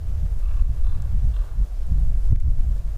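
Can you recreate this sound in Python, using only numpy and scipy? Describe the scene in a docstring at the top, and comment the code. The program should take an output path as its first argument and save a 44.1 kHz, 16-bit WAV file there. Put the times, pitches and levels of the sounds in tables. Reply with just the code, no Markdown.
"""Deep, lumpy wind buffets the microphone in a pine forest, while the tree crowns hush steadily with some hiss.
Three short rattling croaks, probably of a distant raven, ring among the trunks.
There are a few small ticks, the late ones clicks of the recorder's gain stepping after hard pushes of wind.
Wind, crowns and ticks are shaped noise; each croak is a row of noisy pulses sent through throat resonances.
The hardest pushes of wind overload the input and make the gain control duck."""
import sys
import numpy as np
from scipy import signal
from scipy.fft import rfft, irfft, next_fast_len
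from scipy.io import wavfile
from scipy.ndimage import uniform_filter1d

SR = 44100
rng = np.random.default_rng(int(sys.argv[2]) if len(sys.argv) > 2 else 0)


def waveform_to_disk(signal):
    """Save audio, clipped to [-1, 1], as 16-bit WAV at the path in sys.argv[1]."""
    frames = np.transpose(np.atleast_2d(signal))
    scaled = np.clip(frames, -1, 1) * 32767
    samples = np.round(scaled).astype(np.int16)
    wavfile.write(sys.argv[1], SR, samples)


N = 130977   # length in samples


def amp(db):
    """Turns decibels into a gain."""
    return 10 ** (np.asarray(db, float) / 20)


def unit(x):
    """Scales a sound to an rms level of 1."""
    return x / np.sqrt(np.mean(x ** 2) + 1e-20)


def in_time(rows):
    """Draws straight lines between the points of a (time, value) table, giving one value per sample."""
    times_s, values = np.transpose(rows)
    return np.interp(np.arange(N) / SR, times_s, values)


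def coloured(points, low_hz=0, high_hz=np.inf):
    """Noise with the given spectrum, falling away beyond its ends; optionally one slice of it."""
    size = next_fast_len(N)
    hz = np.maximum(np.arange(size // 2 + 1) * SR / size, 1)
    table = np.array(points, float)
    db = np.interp(np.log(hz), np.log(table[:, 0]), table[:, 1])
    # 24 dB per octave below the first point and above the last
    db -= 24 * np.maximum(np.log2(table[0, 0] / hz), 0)
    db -= 24 * np.maximum(np.log2(hz / table[-1, 0]), 0)
    in_slice = (hz >= low_hz) * (hz < high_hz)
    spectrum = rfft(rng.standard_normal(size)) * amp(db) * in_slice
    return irfft(spectrum, size)[:N]


def steady(x, span_s):
    """Evens out the slow chance swells of a narrow noise by dividing by its local rms level."""
    span = int(span_s * SR)
    power = uniform_filter1d(uniform_filter1d(x ** 2, span), span)
    return x / np.sqrt(power + 1e-12)


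def resonance(x, hz, width_hz):
    """Rings at one pitch: a two-pole band-pass with a gain of about 1 at its top."""
    r = np.exp(-np.pi * width_hz / SR)
    feedback = [1, -2 * r * np.cos(2 * np.pi * hz / SR), r * r]
    return signal.lfilter([(1 - r * r) / 2, 0, (r * r - 1) / 2], feedback, x + 1e-18)


def forest():
    """Crowns and hiss: octave slices of noise that breathe slightly, partly together."""
    # overall colour of crowns and hiss: pitch_hz [Hz], relative_level_db [dB]
    forest_colour = [(200, -1.5), (320, 0.5), (450, -0.5), (640, 0.5), (880, -7), (1200, -8.5),
                     (1600, -10.5), (2200, -15.5), (3500, -18), (7000, -19), (10000, -22), (15000, -24.5)]
    level_db, patchy_db = -53, .8
    slow = [(.5, 0), (4, -3), (12, -9)]   # colour of the breathing: pitch_hz [Hz], relative_level_db [dB]
    together = unit(coloured(slow))
    out = np.zeros(N)
    for low_hz in 100 * 2. 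** np.arange(9):
        breathing = together + .5 * unit(coloured(slow))
        out += coloured(forest_colour, low_hz, 2 * low_hz) * amp(patchy_db * breathing)
    return amp(level_db) * unit(out)


def ticks():
    """Tiny bursts of noise, each begun by a clean snap, that die at once in their own bands."""
    # small ticks, those from 2.3 s on clicks of the recorder's gain stepping after hard pushes:
    # start_s [s], level_db before the fade [dB], pitch_hz [Hz], width_hz [Hz],
    # t60_s, the time of the added fade to fall 60 dB [s]
    tick_list = [(.259, -60, 4200, 900, .03), (.262, -52, 1370, 400, .04), (0.388, -59.5, 8000, 9000, 0.13),
                 (1.021, -44.5, 7400, 3500, 0.014), (1.022, -65, 12100, 6000, .03),
                 (1.83, -54.5, 3370, 1500, 0.022), (1.868, -54.5, 8400, 3000, .02),
                 (1.999, -57, 10400, 2500, 0.018), (2.3595, -39, 1200, 1990, .015),
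                 (2.361, -51, 7000, 7000, .015), (2.401, -48, 7500, 5000, .02),
                 (2.403, -48, 2100, 700, .02), (2.61, -45.5, 1990, 2500, 0.0094)]
    snap_weight = 2.67
    out, age_s = np.zeros(N + SR), np.arange(SR // 10) / SR
    for start_s, level_db, pitch_hz, width_hz, t60_s in tick_list:
        strike = rng.standard_normal(len(age_s)) + snap_weight * (age_s == 0)
        burst = unit(resonance(strike, pitch_hz, width_hz)) * amp(level_db - 60 * age_s / t60_s)
        first = int(start_s * SR)
        out[first:first + len(age_s)] += burst
    return out[:N]


def among_trunks(x):
    """The trunks throw a sound back as a dull, fading tail of noise-like echoes."""
    t60_s, level_db, cut_hz = .8, -11, 2000
    age_s = np.arange(SR) / SR
    tail = rng.standard_normal(SR) * amp(-60 * age_s / t60_s) * (age_s > .02)   # silent for the first 20 ms
    tail = signal.sosfilt(signal.butter(1, cut_hz, fs=SR, output="sos"), tail)
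    tail = tail / np.sqrt(np.sum(tail ** 2))
    return x + amp(level_db) * signal.fftconvolve(x, tail)[:N]


def croaks():
    """Each pulse is a snap in a short puff of noise, over some breath, rung by the throat resonances."""
    # croaks: start_s [s], length_s [s], pulse_rate [pulses per s], upper_fade and lower_fade of the
    # resonances [dB per s], upper_peak_s, when the upper ones are strongest after the start [s]
    croak_list = [(.427, .18, 36.5, 10, 0, .08), (.838, .235, 38, 55, 30, .05),
                  (1.335, .215, 40, 90, -8, .015)]
    # throat resonances: pitch_hz [Hz], width_hz [Hz], then the rms level before fading
    # in each of the three croaks [dB]
    throat = [(810, 130, -69, -66, -67), (1020, 160, -69, -67, -65), (1170, 100, -60, -63, -62),
              (1420, 260, -73, -70, -67), (1660, 160, -68, -72, -70), (2260, 160, -72, -76, -78),
              (2610, 200, -66, -70, -76), (2800, 200, -71, -76, -66), (3250, 300, -80, -78, -67),
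              (3580, 250, -75, -68, -68), (4030, 300, -78, -68, -68)]
    upper_from_hz, attack_s = 2000, .02
    puff_s, pulse_spread_db, jitter_s = .004, 2.0, .0008
    breath, snap_weight = .28, 1.6   # shares beside the puffs
    t, out = np.arange(N) / SR, np.zeros(N)
    for k, (start_s, length_s, pulse_rate, upper_fade, lower_fade, upper_peak_s) in enumerate(croak_list):
        chance, noise = rng.standard_normal((16, 2)), rng.standard_normal(N)
        puffs, snaps = np.zeros(N), np.zeros(N)
        for j in range(16):
            age_s = t - start_s - j / pulse_rate - jitter_s * chance[j, 0]
            # pulses past the end of the croak get no strength
            strength = (j / pulse_rate < length_s) * amp(pulse_spread_db * chance[j, 1])
            snaps[np.argmin(np.abs(age_s - puff_s))] = strength * snap_weight * np.sqrt(puff_s * SR) / 2
            puffs += strength * np.exp(-.5 * (age_s / puff_s - 1) ** 2)
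        opening = np.clip((t - start_s) / attack_s + .5, 0, 1)
        closing = np.clip((start_s + length_s - t) / attack_s + 1, 0, 1)
        source = (noise * (puffs + breath) + snaps) * opening * closing
        # the upper resonances fade both ways from their peak, the lower ones tilt around the middle
        upper = amp(-upper_fade * np.clip(np.abs(t - start_s - upper_peak_s), 0, 1))
        lower = amp(-lower_fade * np.clip(t - start_s - length_s / 2, -1, 1))
        for n, (pitch_hz, width_hz, *levels_db) in enumerate(throat):
            rung = resonance(resonance(source, pitch_hz, width_hz), pitch_hz, width_hz)
            rung = unit(rung) * np.sqrt(length_s * SR / N)   # rms counted over the croak alone
            fading = upper if pitch_hz > upper_from_hz else lower
            out += (-1) ** n * amp(levels_db[k]) * rung * fading   # neighbours have opposite signs
    return among_trunks(out)


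def wind():
    """Air pressure swings: noise in three low bands, the lower two rounded at a ceiling, with lumps at pushes."""
    # level curves of the slow swings and the quicker eddies (a low thud, a flutter above it),
    # before the ceiling and the pushes: time_s [s], level_db [dB]
    rumble_curve = [(0.0, -70), (0.03, -26.5), (0.72, -13.5), (0.74, -26), (0.83, -10.5), (1.1, -28),
                    (1.16, -7.5), (1.21, -25), (1.28, -10), (1.31, -30.5), (1.41, -18), (1.45, -31.5),
                    (1.63, -16), (1.69, -30.5), (1.79, -22.5), (2.14, -10.5), (2.22, -25), (2.24, -13),
                    (2.88, -23), (2.97, -26.5)]
    thud_curve = [(0.0, -29), (0.23, -22), (0.45, -34), (0.49, -33.5), (0.59, -26), (0.61, -20.5),
                  (0.84, -31.5), (0.88, -23.5), (0.92, -31), (1.13, -21), (1.35, -24), (1.48, -41),
                  (1.61, -31.5), (1.75, -69), (1.96, -15), (1.99, -26.5), (2.14, -23.5), (2.2, -50),
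                  (2.27, -25), (2.49, 19), (2.56, -32.5), (2.71, -16), (2.75, -35), (2.97, -30.5)]
    flutter_curve = [(0.0, -44.5), (0.07, -42), (0.11, -36), (0.16, -52), (0.25, -28), (0.28, -52),
                     (0.31, -55), (0.37, -40.5), (0.45, -51), (0.5, -49), (0.56, -43.5), (0.62, -40),
                     (0.67, -43), (0.7, -29), (0.84, -52.5), (1.0, -34.5), (1.07, -39), (1.1, -52),
                     (1.15, -27.5), (1.19, -58), (1.23, -32), (1.45, -53.5), (1.55, -48), (1.6, -29.5),
                     (1.69, -57.5), (1.82, -52.5), (1.92, -27.5), (2.17, -41.5), (2.25, -60.5), (2.33, -17),
                     (2.41, -41.5), (2.47, -25), (2.56, -37.5), (2.61, -29), (2.66, -39), (2.7, -35.5),
                     (2.73, -43), (2.87, -40.5), (2.92, -56), (2.97, -56)]
    # colours of the three bands: pitch_hz [Hz], relative_level_db [dB]
    rumble_colour = [(10, 4.5), (16, -1.5), (28, -4), (42, -1.5), (60, -10), (100, -31.5)]
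    thud_colour = [(30, -13), (50, -1), (70, -5.5), (95, -10), (140, -37)]
    flutter_colour = [(70, -14), (100, -1), (125, 0), (160, -8), (200, -17), (250, -27), (320, -36),
                      (400, -45)]
    # hardest single pushes: centre_s [s], pressure at the centre [full scale = 1],
    # spread_s of the bell shape before the rebound is taken off [s]
    pushes = [(.617, -.47, .005), (1.922, .40, .0022), (2.353, .56, .006), (2.414, -.46, .009),
              (2.481, .43, .003), (2.509, -.45, .006), (2.602, -.45, .008)]
    ceiling = .31   # for rumble and thud
    rebound, rebound_widths = 0.64, 2.02   # share of the opposite swing around a push, and its width
    t = np.arange(N) / SR
    rumble = amp(in_time(rumble_curve)) * steady(coloured(rumble_colour), 0.18)
    thud = amp(in_time(thud_curve)) * steady(coloured(thud_colour), 0.033)
    flutter = amp(in_time(flutter_curve)) * steady(coloured(flutter_colour), 0.071)
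    out = rumble + thud
    size = np.abs(signal.hilbert(out, next_fast_len(N))[:N])
    # strong swings are pressed softly towards the ceiling, averaged over 10 ms
    out = out / (1 + uniform_filter1d((size / ceiling) ** 4, SR // 100)) ** .25
    for centre_s, pressure, spread_s in pushes:
        lump = np.exp(-.5 * ((t - centre_s) / spread_s) ** 2)
        around = np.exp(-.5 * ((t - centre_s) / spread_s / rebound_widths) ** 2)
        # the push takes over from the other swings
        out = out * (1 - around) + pressure * ((1 + rebound) * lump - rebound * around)
        flutter = flutter * (1 - lump)
    return out + flutter


def scene():
    """Adds all the sounds at one microphone."""
    return (forest() + ticks() + croaks() + wind())[None]


def record(dry):
    """The input clips; peaks over a threshold pull the gain down a moment later, and it climbs back."""
    overload, duck_from = .5, .36   # full scale = 1
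    duck_ratio, recover_db_per_s = 1.7, 32   # the ratio is dB of ducking per dB over the threshold
    lag_s, attack_s, cutoff_hz = 0.0067, 0.00067, 15750
    clipped = np.clip(dry, -overload, overload)
    over_db = np.maximum(20 * np.log10(np.abs(dry[0]) / duck_from + 1e-9), 0)
    # hold the deepest ducking so far, less what has been recovered since
    climb_db = recover_db_per_s * np.arange(N) / SR
    held_db = np.maximum.accumulate(duck_ratio * over_db + climb_db) - climb_db
    lag = int(lag_s * SR)
    late_db = np.concatenate([np.zeros(lag), held_db[:N - lag]])
    r = np.exp(-1 / (attack_s * SR))
    duck_db = signal.lfilter([1 - r], [1, -r], late_db)
    top_cut = signal.cheby2(24, 60, cutoff_hz, fs=SR, output="sos")   # 60 dB down from the cutoff up
    return signal.sosfilt(top_cut, clipped * amp(-duck_db))


dry = scene()
out = record(dry)
waveform_to_disk(out)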